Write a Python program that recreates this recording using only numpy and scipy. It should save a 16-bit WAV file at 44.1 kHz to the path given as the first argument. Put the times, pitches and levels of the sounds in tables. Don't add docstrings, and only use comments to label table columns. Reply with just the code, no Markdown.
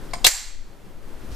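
import sys
import numpy as np
from scipy import signal
from scipy.fft import rfft, irfft, next_fast_len
from scipy.io import wavfile
from scipy.ndimage import uniform_filter1d, map_coordinates

SR = 44100
rng = np.random.default_rng(int(sys.argv[2]) if len(sys.argv) > 2 else 0)


def to_wav(s):
    ch = np.atleast_2d(s).T
    pcm = np.round(np.clip(ch, -1, 1) * 32767)
    wavfile.write(sys.argv[1], SR, pcm.astype(np.int16))


def nominal_scale(level):
    x = np.asarray(level, float) / 20
    return 10 ** x


N = 59535
TIME = np.arange(N) / SR

# frequency in Hz, left-right likeness (1 is mono).
LIKENESS = [(60, 0.57), (240, 0.6), (940, 0.66), (3710, 0.61), (14700, 1)]
# frequency in Hz, level in dB per Hz.
TICK_COLOUR = [(240, -43), (400, -13.5), (702, -5.5), (2160, -10), (2760, -18), (4910, -7.5), (15100, -28)]
# frequency in Hz, level in dB per Hz.
STEEL_COLOUR = [(120, -42), (200, -9), (1000, -17), (2220, -2.5), (3560, -7), (4190, -0.5), (9620, -10.5),
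                (15100, -15)]


def unit(x):
    return x / np.sqrt(np.mean(x ** 2) + 1e-20)


def along(points, hz):
    f, value = np.transpose(points)
    return np.interp(np.log(hz + 1), np.log(f + 1), value)


def closed(points, hz):
    inside = (hz >= points[0][0] / 2) * (hz <= points[-1][0] * 2)
    return nominal_scale(along(points, hz)) * inside


def filtered(x, response):
    n = x.shape[-1]
    m = next_fast_len(n + SR)
    hz = np.fft.rfftfreq(m, 1 / SR)
    return irfft(rfft(x, m) * response(hz), m)[..., :n]


def coloured(n, colour):
    return unit(filtered(rng.standard_normal(n), lambda hz: closed(colour, hz)))


def wobble(rate):
    knots = rng.standard_normal(int(N * rate / SR) + 4)
    return map_coordinates(knots, [np.arange(N) * rate / SR])


def rush(colour, likeness):
    def response(hz):
        turn = np.arccos(np.clip(along(likeness, hz), -1, 1)) / 2
        return closed(colour, hz) * [np.cos(turn), np.sin(turn)]

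    mid, side = filtered(rng.standard_normal((2, N)), response)
    return unit(np.array([mid + side, mid - side]))


def swell(start_s, rise_s):
    return np.clip((TIME - start_s) / rise_s, 0, 1)


def struck(contacts, modes, colour):
    mode_scatter_db, phase_scatter_rad = 2, 0.6
    crack_t60_s, strike_s = .012, 0.00022
    out = np.zeros(N + SR)
    t = np.arange(SR // 4) / SR
    hz, level, t60 = np.transpose(modes)[:, :, None]
    for start_s, db, crack_db in contacts:
        scatter, phase = rng.standard_normal((2, len(modes), 1))
        decay = nominal_scale(level + mode_scatter_db * scatter - 60 * t / t60)
        ring = np.sum(decay * np.sin(2 * np.pi * hz * t + phase_scatter_rad * phase), axis=0)
        ring = ring / np.sqrt(np.sum(nominal_scale(level) ** 2))
        crack = coloured(len(t), colour) * nominal_scale(crack_db - 60 * t / crack_t60_s)
        onset = 1 - np.exp(-t / strike_s)
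        out[round(start_s * SR):][:len(t)] += nominal_scale(db) * (ring + crack / 2) * onset
    return out[:N]


def room_tone():
    # frequency in Hz, level in dB per Hz.
    colour = [(29, -30.5), (50, -0.5), (161, -3), (205, -3.5), (330, -4), (800, -14), (1320, -17),
              (2770, -24), (15100, -35.5)]
    return nominal_scale(-43 + .8 * wobble(3) + .6 * wobble(13)) * rush(colour, LIKENESS)


def air():
    # time in seconds, strength in dB.
    gusts = [(0.0, -39), (0.036, -34.5), (0.232, -31), (0.262, -32), (0.394, -41), (0.47, -37), (0.6, -30),
             (0.784, -49.5), (0.966, -37), (1.094, -35), (1.142, -32), (1.24, -38), (1.304, -33),
             (1.35, -44)]
    # frequency in Hz, level in dB per Hz.
    colour = [(3, -10), (8, 1.5), (16, 1), (30, -11), (60, -30.5), (120, -50.5)]
    s, db = np.transpose(gusts)
    drift = rush(colour, [(10, 0.68)])
    drift = drift / np.sqrt(np.abs(uniform_filter1d(drift ** 2, size=5000)) + 0.044)
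    return nominal_scale(np.interp(TIME, s, db)) * nominal_scale([[4], [-3.5]]) * drift


def thumb():
    # start in seconds, peak in dB, crack over ring in dB.
    contacts = [
        (.1105, -37, -22),
        (.1118, -34.5, -20),
    ]
    # frequency in Hz, level in dB, t60 in seconds.
    modes = [(4300, 0, .008), (4770, 1, 0.007)]
    return struck(contacts, modes, TICK_COLOUR)


def catch():
    # start in seconds, peak in dB, crack over ring in dB.
    contacts = [
        (.1344, -17, -11.5),
        (.1357, -19.5, -1.5),
        (.1366, -24.5, 4),
        (.1373, -20.5, 0.5),
        (.1432, -30, 5),
    ]
    # frequency in Hz, level in dB, t60 in seconds.
    modes = [(720, -0.5, 0.014), (1050, -4.5, 0.013), (2200, 1.5, 0.0057), (3274, -9, 0.015),
             (4910, -7.5, 0.011), (7070, -11, .012), (8520, -13, .012)]
    return struck(contacts, modes, TICK_COLOUR)


def release():
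    # start in seconds, peak in dB, crack over ring in dB.
    contacts = [
        (.2431, -17, -2),
        (.2452, -3, 3),
        (.2470, -10, 5),
        (.2492, 1, -2),
        (.2530, -16.5, 3.5),
        (.2636, -13, 3.5),
    ]
    # frequency in Hz, level in dB, t60 in seconds.
    modes = [(750, -8, .022), (1130, -7.5, .016), (3380, -2, .012), (3620, 4, 0.011), (3983, -0.5, 0.018),
             (5000, -7, 0.0088), (6710, -10.5, 0.015), (8070, -9, 0.015), (12780, -9, .008)]
    return struck(contacts, modes, STEEL_COLOUR)


def scrape():
    travel = (TIME > .2435) * (TIME < .266)
    return travel * nominal_scale(-24.5 + 5 * wobble(900)) * coloured(N, STEEL_COLOUR)


def slam():
    # start in seconds, peak in dB, crack over ring in dB.
    contacts = [
        (.2657, -4, 8.1),
        (.2668, 5.5, 8),
        (.2683, 3.5, 8),
        (.2700, 6, 8.53),
        (.2745, 2, 5),
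        (.2775, 3, 5),
        (.2850, -3, 5),
    ]
    # frequency in Hz, level in dB, t60 in seconds.
    modes = [(683, -13, 0.017), (1400, -8, .012), (2130, -5, .012), (2890, -11.5, .012), (4014, -2.5, .009),
             (4800, -5, 0.011), (6280, -3, .01), (7252, -9, .05), (7334, -8, .05), (7530, -8, 0.062),
             (7980, -5, .012), (12040, -7, .012), (13530, -8.5, .009), (14020, -9, .009)]
    return struck(contacts, modes, STEEL_COLOUR)


def ports(x):
    echoes, spread_s, echo_db, fade_db_per_s = 14, .022, -12, 303.5
    right_lag_s = .0018
    taps = np.zeros((2, SR // 10))
    delay_s = .001 + spread_s * rng.random((2, echoes)) ** 1.5
    when = (SR * delay_s).astype(int)
    strength = nominal_scale(echo_db - fade_db_per_s * when / SR) * rng.standard_normal((2, echoes))
    np.put_along_axis(taps, when, strength, axis=1)
    taps[:, 0] = nominal_scale([0, -5.5])
    taps[1, round(right_lag_s * SR)] = nominal_scale(-2.5)
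    return signal.fftconvolve(x[None], taps, axes=1)[:, :N]


def all_round(x):
    blur_hz, centre_s = 343, .269
    power = np.abs(uniform_filter1d(np.abs(rfft(x)) ** 2, round(blur_hz * N / SR)))
    return np.roll(irfft(np.sqrt(power), N), round(centre_s * SR))


def room(x):
    # frequency in Hz, t60 in seconds.
    decay = [(150, .2), (650, 0.5), (1500, .55), (4000, 0.54), (7300, 0.44), (11000, 0.39), (15000, .33)]
    # frequency in Hz, level in dB.
    colour = [(250, -19), (700, 1), (2000, -4), (5000, 0), (7300, 4), (9000, 2.5), (15000, -3.5)]
    gap_s, likeness, right_db = .008, 0.81, 2
    hz, t, z = signal.stft(rng.standard_normal((2, SR)), SR, nperseg=256)
    fall_db = along(colour, hz)[:, None] - 60 * t / along(decay, hz)[:, None]
    mid, side = signal.istft(z * nominal_scale(fall_db), SR, nperseg=256)[1]
    turn = np.arccos(likeness) / 2
    tail = np.cos(turn) * mid + np.sin(turn) * side * np.array([[1], [-1]])
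    tail = tail / np.linalg.norm(tail[0])
    late = np.pad(x, (round(gap_s * SR), 0))[None]
    return signal.fftconvolve(late, tail, axes=1)[:, :N] * nominal_scale([[0], [right_db]])


def bump():
    centre_s, width_s, pitch_hz = .875, .012, 185
    envelope = np.exp(-((TIME - centre_s) / width_s) ** 2)
    return nominal_scale(-35) * envelope * np.sin(2 * np.pi * pitch_hz * TIME)


def cushion():
    # frequency in Hz, level in dB per Hz.
    colour = [(25, -2), (45, 0.5), (90, -7), (160, -24)]
    return nominal_scale(-33.5) * swell(1.238, 0.066) * rush(colour, LIKENESS)


def sleeve():
    # frequency in Hz, level in dB per Hz.
    colour = [(600, -0.5), (2500, -3), (4500, -2.5), (5500, -3), (9000, -11.5), (14000, -24)]
    return nominal_scale(-50 + 1.5 * wobble(300)) * swell(1.295, 0.028) * rush(colour, LIKENESS)


def pin():
    # start in seconds, peak in dB, crack over ring in dB.
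    contacts = [
        (1.346, -39.5, 0.0062),
    ]
    # frequency in Hz, level in dB, t60 in seconds.
    modes = [(12500, -1.5, .02), (5500, -4.5, .02)]
    return struck(contacts, modes, STEEL_COLOUR)


def scene():
    small = thumb() + catch() + release() + scrape() + pin()
    blow = slam()
    direct = ports(small + blow)
    reverb = nominal_scale(-3.5) * room(nominal_scale(-7) * small + all_round(blow))
    return direct + reverb + room_tone() + bump() + cushion() + sleeve()


def band_limit(x):
    return signal.sosfilt(signal.butter(12, 15280, fs=SR, output="sos"), x)


def record(dry):
    # time in seconds, automatic gain in dB.
    gain = [
        (.2655, 1),
        (.27, -10.5),
        (.28, -14),
        (.3, -19),
        (.4, -15.5),
        (.6, -10),
        (.75, -5.5),
        (.95, -7),
        (1.1, -2.5),
        (1.3, 0.5),
    ]
    band_hz, edge_hz = 15350, 120
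    ceiling, knee = 1.0, 8
    s, db = np.transpose(gain)
    x = filtered(dry, lambda hz: (1 - np.tanh((hz - band_hz) / edge_hz / 2)) / 2)
    x = x * nominal_scale(np.interp(TIME, s, db)) + air() + .003
    mix = x / (1 + np.abs(x / ceiling) ** knee) ** (1 / knee)
    return band_limit(mix)


dry = scene()
out = record(dry)
to_wav(out)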